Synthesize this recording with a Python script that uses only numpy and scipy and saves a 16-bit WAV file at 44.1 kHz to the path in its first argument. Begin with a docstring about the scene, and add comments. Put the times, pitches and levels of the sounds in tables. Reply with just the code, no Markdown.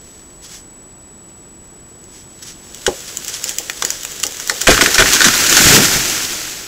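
"""The gnawed neck of a tree gives way at night: fibres snap as short ticks, whole bundles tear as dying rattles.
Snaps, tears and drops excite the trunk's bending modes; the thinnest fibres only tick.
The crown thrashes through the brush as shaped noise; the trunk lands in knocks, thumps and slow flexing.
Before that a beaver shuffles off through dry leaves: rustling noise with brighter scuffs.
Behind lie low night air and a trail camera's hiss and faint whine; the loudest peaks overload the input."""
import sys
import numpy as np
from scipy import signal
from scipy.fft import rfft, irfft, next_fast_len
from scipy.io import wavfile
from scipy.ndimage import map_coordinates

SR = 44100
rng = np.random.default_rng(int(sys.argv[2]) if len(sys.argv) > 2 else 0)


def inscribe(sig):
    """Save sig as 16-bit PCM at rate SR to the path in sys.argv[1].

    A 1-D sig is mono; a 2-D sig holds one channel per row.
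    Samples are clipped to [-1, 1] before scaling.
    """
    pcm = np.round(np.clip(np.atleast_2d(sig).T, -1, 1) * 32767)
    wavfile.write(sys.argv[1], SR, pcm.astype(np.int16))


N = 294442  # samples

# resonances of the gnawed wood: centre f/Hz, width f/Hz, level/dB
WOOD_MODES = [(1426, 490, -3.5), (1653, 257, 4.5), (1788, 315, -0.5), (2357, 280, -3), (3030, 2030, -11.5)]
# spectrum of the ground's and the stump's dull knock: f/Hz, level/dB
KNOCK_SPECTRUM = [(25, -22), (50, -22), (110, 2), (170, 2.5), (300, 3), (450, -8), (800, -10.5),
                  (2000, -30)]
# spectrum of a parting fibre, thin enough to ring high: f/Hz, level/dB
TICK_SPECTRUM = [(400, -33), (1500, -21.5), (3000, -2.5), (4200, -8.5), (5800, 2), (7000, 8.5), (7900, 1),
                 (8400, -8), (11000, -8), (15500, -1)]

BREAK_S = 4.67  # the neck fails and the fall begins
FIBRE_T60_S, FIBRE_RISE_S = 0.0082, 0.0003  # all fibres die alike
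KNOCK_T60_S, KNOCK_RISE_S = 0.3, 0.0055  # soft ground


def amp(db):
    """Decibels to amplitude ratio."""
    return 10 ** (np.asarray(db) / 20)


def unit(x):
    """Normalisation to rms 1."""
    return x / np.sqrt(np.mean(x ** 2) + 1e-20)


def wobble(rate):
    """A smooth random curve: spline interpolation of normal deviates, rate knots a second."""
    knots = rng.standard_normal(int(N * rate / SR) + 4)
    return map_coordinates(knots, [np.arange(N) * rate / SR])


def level_db(rows):
    """Linear interpolation of (t/s, level/dB) rows to one level per sample."""
    return np.interp(np.arange(N) / SR, *np.transpose(rows))


def filtered(x, response):
    """Linear filtering: the spectrum is multiplied by a response of frequency."""
    m = next_fast_len(N + SR // 4)
    spectrum = rfft(x, m) * response(np.fft.rfftfreq(m, 1 / SR))
    return irfft(spectrum, m)[..., :N]


def coloured(x, spectrum):
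    """Spectral shaping: levels interpolate over log frequency between the points; rms 1."""
    f, db = np.transpose(spectrum)
    return unit(filtered(x, lambda hz: amp(np.interp(np.log(hz + 1), np.log(f), db))))


def noise(spectrum):
    """Gaussian noise shaped by a spectrum, at rms 1."""
    return coloured(rng.standard_normal(N), spectrum)


def resonant(x, modes):
    """Modal superposition: x drives parallel resonators of alternating sign; rms 1."""
    def response(f):
        total = 0
        for k, (centre, width, db) in enumerate(modes):
            damping = 1j * f * width
            total = total + (-1) ** k * amp(db) * damping / (centre * centre - f * f + damping)
        return total
    return unit(filtered(x, response))


def crackle(rate, spread_db, life):
    """A Poisson-like train of rate fractures a second, each a noise puff of time constant life seconds."""
    struck = rng.random(N) < rate / SR
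    sizes = struck * amp(spread_db * np.clip(rng.standard_normal(N), -3, 2.2))
    power = signal.lfilter([1], [1, -np.exp(-2 / (life * SR))], sizes ** 2)
    return unit(np.sqrt(power) * rng.standard_normal(N))


def bursts(carrier, times, levels, t60s, rise):
    """Impulsive excitation: the carrier is gated into blows with a given rise and exponential decay."""
    out, t = np.zeros(N), np.arange(SR // 2) / SR
    for s, db, t60 in zip(times, levels, t60s):
        start = round(s * SR)
        decay = amp(-60 * t / max(t60, 1e-3))
        shape = (decay * (1 - np.exp(-(t / rise) ** 2)))[:N - start]
        blow = carrier[start:start + len(shape)] * shape
        # every blow gets the energy of its envelope
        out[start:start + len(shape)] += amp(db) * blow * np.linalg.norm(shape) / np.linalg.norm(blow)
    return out


def own_pitch(times, hz, knot_rate):
    """Quadrature modulation: random sidebands blur a tone that takes each blow's pitch from that blow on."""
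    latest = np.maximum(np.searchsorted(times, np.arange(N) / SR, side="right") - 1, 0)
    phase = 2 * np.pi * np.cumsum(hz[latest]) / SR
    return unit(wobble(knot_rate) * np.cos(phase) + wobble(knot_rate) * np.sin(phase))


def background():
    """Stationary noise of low night air, plus the hiss and thin tone of the camera's electronics."""
    # spectrum of the night air: f/Hz, level/dB
    night_spectrum = [(12, -63), (20, -4.5), (70, -8), (98, -9), (226, -8.5), (256, -11), (361, -8),
                      (388, -12), (450, -14), (589, -17.5), (1110, -21.5), (2690, -31), (7000, -41),
                      (9100, -68), (15400, -120)]
    whine_hz = 7867
    air = amp(-43.0) * noise(night_spectrum)
    hiss = amp(-60.0) * noise([(1000, -9), (7800, -38), (8500, 16), (15500, 11)])
    whine = amp(-38.5 + .3 * wobble(5.2)) * np.sin(2 * np.pi * whine_hz * np.arange(N) / SR)
    return air + hiss + whine


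def leaves():
    """Friction noise: litter rustles under the animal and scrapes more brightly at every scuff."""
    # litter stirring as the animal leaves, before stir_db: t/s, level/dB
    stir_rows = [(0.0, -48), (0.95, -56), (1.79, -54.5), (2.46, -47), (2.57, -46), (2.78, -38), (2.96, -33),
                 (3.33, -32.5), (4.24, -31), (4.6, -26)]
    # feet and tail dragging: middle t/s, length t/s, level/dB
    scuff_rows = [(0.16, 0.042, -48), (0.448, 0.032, -35.5), (0.539, 0.082, -34), (2.17, 0.093, -41),
                  (2.431, .012, -32), (2.486, 0.062, -32.5), (3.09, .024, -29), (3.292, 0.023, -22),
                  (3.352, 0.046, -24.5), (3.478, 0.087, -26.5), (3.897, 0.13, -27), (4.618, 0.013, -15.5)]
    # spectrum of the rustle: f/Hz, level/dB
    leaf_spectrum = [(150, -30), (450, -4), (900, -14), (1700, -5.5), (2400, -8.5), (3300, -4.5),
                     (4200, -7), (5600, -3), (7400, -2.5), (7900, -4), (8300, -9.5), (10500, -9),
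                     (11500, -14.5), (14000, -6.5), (15800, -13)]
    # spectrum of the scuffs: f/Hz, level/dB
    scrape_spectrum = [(200, -26), (900, -13), (1700, -3.5), (2500, -7.5), (3300, -2), (4200, -4),
                       (5600, 3), (7000, 0.5), (7900, -0.5), (8300, -6), (10500, -6), (11500, -14),
                       (13500, -7), (15800, -13.5)]
    stir_db, fade_db_per_s = 1.5, 42  # the rustle fades once the tree falls

    def crunch():
        """Friction noise mixed with brittle fracture."""
        return rng.standard_normal(N) + .55 * crackle(rate=300, spread_db=4.5, life=.0007)

    t = np.arange(N) / SR
    rustle_db = level_db(stir_rows) + stir_db - fade_db_per_s * np.maximum(t - BREAK_S, 0)
    rustle = amp(rustle_db + 0.74 * wobble(31)) * coloured(crunch(), leaf_spectrum)
    scuff = sum(amp(db) * np.exp(-2 * ((t - s) / length) ** 2) for s, length, db in scuff_rows)
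    return rustle + scuff * coloured(crunch(), scrape_spectrum)


def crown():
    """Common modulation: one thrashing drives hissing twigs, splintering limbs and heavy whipping boughs."""
    # how hard the crown thrashes through the brush, before the flutter: t/s, level/dB
    thrash_rows = [(4.7, -15.5), (4.826, -19.5), (5.062, -19), (5.172, -16.5), (5.536, -14.5), (5.69, -8),
                   (6.076, -19.5), (6.306, -23.5), (6.548, -29.5), (6.677, -33.5)]
    # spectrum of the twigs: f/Hz, level/dB
    twig_spectrum = [(300, -3), (1000, -5.5), (2500, 1), (4000, 0), (6200, 3.5), (7900, 1.5), (8400, -5),
                     (10000, -4), (11500, -7), (14000, -1), (15800, -8.5)]
    # resonances of the limbs: centre f/Hz, width f/Hz, level/dB
    limb_modes = [(1396, 152, 2), (1745, 314, 2.5), (1974, 370, 0), (2640, 730, -12)]
    # spectrum of the boughs: f/Hz, level/dB
    bough_spectrum = [(30, -51), (90, -26), (170, -1), (320, 15), (550, 0), (900, 0), (2000, -1.5)]
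    twigs_db, limbs_db, boughs_db = 3, -4, -8.5  # shares of the thrashing
    limbs_ebb_db_per_s = 4.5  # the stiff limbs break first, the twigs go on rustling
    rise_s, flutter_db = 0.045, 1.36

    falling = np.maximum(np.arange(N) / SR - BREAK_S, 0)
    onset = 1 - np.exp(-falling / rise_s)
    thrash = amp(level_db(thrash_rows) + flutter_db * wobble(25)) * onset
    twig_snaps = crackle(rate=260, spread_db=4.5, life=.001)
    limb_snaps = crackle(rate=330, spread_db=4.5, life=.002)
    hiss = amp(twigs_db) * coloured(rng.standard_normal(N) + 0.42 * twig_snaps, twig_spectrum)
    breaking = amp(limbs_db - limbs_ebb_db_per_s * falling) * resonant(limb_snaps, limb_modes)
    whipping = amp(boughs_db) * noise(bough_spectrum)
    return thrash * (hiss + breaking + whipping)


def woods(x, t60=0.11):
    """Diffuse scattering: surrounding trunks return a thin echo, convolution with decaying noise."""
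    t = np.arange(SR // 2) / SR
    tail = rng.standard_normal(len(t)) * np.exp(-np.log(1000) * t / t60)
    return signal.fftconvolve(x, tail / np.linalg.norm(tail))[:N]


def trunk_boom(times, levels):
    """Modal impulse response: the whole trunk flexes slowly after a jolt."""
    # slow bending of the whole trunk: f/Hz, level/dB, t60/s
    boom_modes = [(37.5, 2, 0.3), (55, -1.5, 0.34), (86.2, -7, 0.4), (108.7, 0, 0.41)]
    t = np.arange(SR) / SR
    flex = sum(amp(db - 60 * t / t60) * np.sin(2 * np.pi * hz * t) for hz, db, t60 in boom_modes)
    flex = flex * (1 - np.exp(-t / 0.0024))
    jolts = np.bincount(np.round(times * SR).astype(int), amp(levels), N)
    return signal.fftconvolve(jolts, flex)[:N]


def landings():
    """Impact on a soft body: the ground knocks and thumps as trunk and big limbs strike, and the trunk flexes."""
    # blows on the ground: t/s, knock level/dB, thump f/Hz, boom level/dB
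    landing_rows = [(5.251, -15.5, 240.6, -38), (5.595, -17.5, 199.6, -30), (5.653, -14, 120.8, -21),
                    (5.701, -11, 160, -30), (5.722, -19, 450.3, -34), (5.764, -12, 351, -36),
                    (5.785, -25, 179.5, -36), (5.951, -19.5, 116, -27)]
    thump_db, thump_t60_s = 0, 0.18  # level relative to the knock
    s, knock_db, hz, boom_db = np.transpose(landing_rows)
    knock = bursts(noise(KNOCK_SPECTRUM), s, knock_db, np.full(len(s), KNOCK_T60_S), KNOCK_RISE_S)
    tone = own_pitch(s, hz, 90)
    thump = bursts(tone, s, knock_db + thump_db, np.full(len(s), thump_t60_s), KNOCK_RISE_S)
    return knock + thump + trunk_boom(s, boom_db)


def trunk_thud(times, levels, lag=0.013, scatter_db=1.5, blur_hz=70):
    """Slow bending waves: the thud lags the crack, and the splitting wood blurs its modes by phase diffusion."""
    # bending modes near the neck, before sag and scatter: f/Hz, level/dB, t60/s
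    trunk_modes = [(119.5, -16, 0.14), (241, -12.5, 0.061), (343, -7, 0.13), (440, 7, 0.033),
                   (537.5, -8.5, 0.21), (680, 11.5, 0.0058), (845, -1, 0.067), (1094, -11, 0.023)]
    sag = 0.788  # frequency ratio of the modes once the neck has broken
    hz, db, t60 = np.transpose(trunk_modes)[:, :, None]
    out, t = np.zeros(N + SR), np.arange(SR // 7) / SR
    for s, level in zip(times, levels):
        stiffness = sag if s > BREAK_S - .03 else 1
        size, detune, phase = rng.standard_normal((3, len(hz), 1))
        steps = rng.standard_normal((len(hz), len(t)))
        drift = np.cumsum(steps, 1) * np.sqrt(2 * np.pi * blur_hz / SR)
        mode_hz = stiffness * hz * (1 + 0.026 * detune)
        swing = np.sin(2 * np.pi * (mode_hz * t + phase) + drift)
        modes = amp(db + scatter_db * size - 60 * t / t60) * swing
        out[round((s + lag) * SR):][:len(t)] += amp(level) * modes.sum(0) * (1 - np.exp(-t / 0.003))
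    return out[:N]


def drops():
    """Impulsive loading: each time the neck gives, the trunk's weight jolts the stump."""
    # drops of the trunk on its stump: t/s, thud level/dB, boom level/dB
    drop_rows = [(2.864, -8.5, -54), (4.672, 3.5, -15), (4.986, -19, -20)]
    s, thud_db, boom_db = np.transpose(drop_rows)
    knock_db = boom_db + 0.5
    knock = bursts(noise(KNOCK_SPECTRUM), s, knock_db, np.full(len(s), KNOCK_T60_S), KNOCK_RISE_S)
    return trunk_thud(s, thud_db) + knock + trunk_boom(s, boom_db)


def ticks(count=18):
    """Random failure under growing strain: the thinnest fibres go more often and more loudly until the break."""
    break_db, growth_db_per_s, scatter_db = -12, 7, 3  # faint even at the break
    chance = rng.random((count, 2))
    s = BREAK_S * np.cbrt(chance[:, 0])
    scatter = scatter_db * (2 * chance[:, 1] - 1)
    db = break_db - growth_db_per_s * (BREAK_S - s) + scatter
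    return bursts(noise(TICK_SPECTRUM), s, db, np.full(count, FIBRE_T60_S), FIBRE_RISE_S)


def tears(first_splinter_db=-4):
    """Cascading fracture: one hard break, then a dying rattle that rings the wood and shakes the trunk."""
    # bundles tearing: t/s, splinter level/dB, woody level/dB, t60/s, bundle pitch f/Hz
    tear_rows = [(2.865, -7.5, -7.5, 0.028, 3014), (3.8231, -10.5, -9.5, 0.022, 1350),
                 (4.236, -3.5, -10.5, .013, 2946), (4.4962, -3.5, -7, 0.019, 1702),
                 (4.670, -8.5, -1.5, 0.19, 1500), (4.701, -16, -11.5, 0.17, 1695),
                 (4.7765, -29, -5.5, 0.033, 1450), (4.81, -5, -2, 0.057, 1906), (4.86, -9, -2, 0.025, 1850),
                 (4.943, -6.5, -13, 0.061, 2000), (4.981, -11, -4.5, 0.11, 1696),
                 (4.996, -10.5, -7.5, 0.11, 1656), (5.0218, -17, -4.5, 0.022, 1650),
                 (5.058, -34, -9, 0.033, 1655), (5.125, -10.5, -14.5, 0.27, 1858),
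                 (5.206, -3, -2.5, 0.014, 1493), (5.216, -6, -3.5, 0.045, 1500),
                 (5.243, -6, -7, 0.23, 1550), (5.285, -10, -10, 0.018, 1350),
                 (5.338, -12, -17, 0.067, 1710), (5.464, -10.5, -16, 0.064, 1703),
                 (5.526, -3.5, -6, 0.025, 1545), (5.567, 0, -4.5, 0.08, 2820)]
    # spectrum of the splinters: f/Hz, level/dB
    splinter_spectrum = [(300, -15), (1200, -8.5), (2200, -25), (3100, -3), (4100, -1.5), (6000, 3.5),
                         (7800, 1.5), (8400, -2.5), (10000, -6), (15500, -16)]
    ring_db, ring_t60_s = 3, 0.012  # the first fracture's ring, relative to the woody part
    base_thud_db, thud_db_per_decade = -10, 11  # over the woody part at 30 ms; longer tears shake harder
    parted_s, parted_loss_db = 5.1, 9.5  # once the hinge has parted, tears reach the trunk more weakly

    s, splinter_db, wood_db, t60, hz = np.transpose(tear_rows)
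    fractures = crackle(rate=1100, spread_db=4, life=.0011)
    splinters = bursts(coloured(fractures, splinter_spectrum), s, splinter_db, t60, rise=0.000069)
    core = bursts(resonant(fractures, WOOD_MODES), s, wood_db, t60, rise=0.00042)
    first_db = splinter_db + first_splinter_db
    first = bursts(noise(splinter_spectrum), s, first_db, np.full(len(s), .016), rise=.0002)
    tone = own_pitch(s, hz, 700)
    ring = bursts(tone, s, wood_db + ring_db, np.full(len(s), ring_t60_s), rise=.0004)
    decades = np.log10(t60 / .03)
    thud_db = wood_db + base_thud_db + thud_db_per_decade * decades - parted_loss_db * (s > parted_s)
    return first + ring + splinters + core + trunk_thud(s, thud_db)


def snaps():
    """Sudden release of strain: a fibre parts with a tick of milliseconds and a woody core, and the trunk thuds."""
    # single fibres snapping: t/s, tick level/dB, woody level/dB relative to the tick
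    snap_rows = [(2.04, -26, -27), (2.746, -14, -26), (3.171, -3, -29), (3.247, -8.5, -19),
                 (3.281, -5, -30), (3.441, 1.5, -29), (3.4927, 0.5, -35), (3.5847, 3.5, -48),
                 (3.698, -4.5, 0.5), (3.8496, 4, -10), (3.904, 2.5, -37), (4.033, -9.5, -34),
                 (4.05, -4, -10), (4.1997, -8, -28), (4.232, -1, -24), (4.2667, -2.5, -33),
                 (4.3996, -8.5, -10.5), (4.4748, -4.5, -22), (4.615, 2.5, -14), (4.914, -11, -21),
                 (5.134, 13.5, -25), (5.378, -2, -23), (5.496, 7.5, -7)]
    thud_db = -32.5  # relative to the tick
    s, db, wood_db = np.transpose(snap_rows)
    t60 = np.full(len(s), FIBRE_T60_S)
    tick = bursts(noise(TICK_SPECTRUM), s, db, t60, FIBRE_RISE_S)
    wood = resonant(rng.standard_normal(N), WOOD_MODES)
    core = bursts(wood, s, db + wood_db, t60, FIBRE_RISE_S)
    return tick + core + trunk_thud(s, db + thud_db)


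def scene():
    """Superposition in the centre; opposite-phase noise spreads the treble briefly between the ears."""
    spread_from_s, spread_to_s, spread_db = 5.58, 5.78, -25
    breaks = snaps() + ticks() + tears() + drops()
    echo = amp(-8.0) * woods(breaks)
    mono = breaks + echo + landings() + leaves() + crown() + background()
    t = np.arange(N) / SR
    gate = np.clip(np.minimum(t - spread_from_s, spread_to_s - t) / .02, 0, 1)  # 20 ms ramps
    treble = noise([(3000, -53), (4500, -23), (7800, 11), (8500, -25), (15000, -4)])
    side = amp(spread_db) * gate * treble
    return np.array([mono + side, mono - side])


def record(dry):
    """Saturation, then band limiting: loud peaks overload the input and the camera dulls the treble."""
    # treble response of the camera: f/Hz, level/dB
    camera_response = [(100, -0.5), (7600, -0.5), (8300, -2), (14400, -5.5), (14900, -7)]
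    top_hz = 15750  # nothing passes from here up
    clipped = dry / (1 + np.abs(dry) ** 8) ** (1 / 8)
    f, db = np.transpose(camera_response)
    return filtered(clipped, lambda hz: amp(np.interp(hz, f, db)) * (hz < top_hz))


dry = scene()
out = record(dry)
inscribe(out)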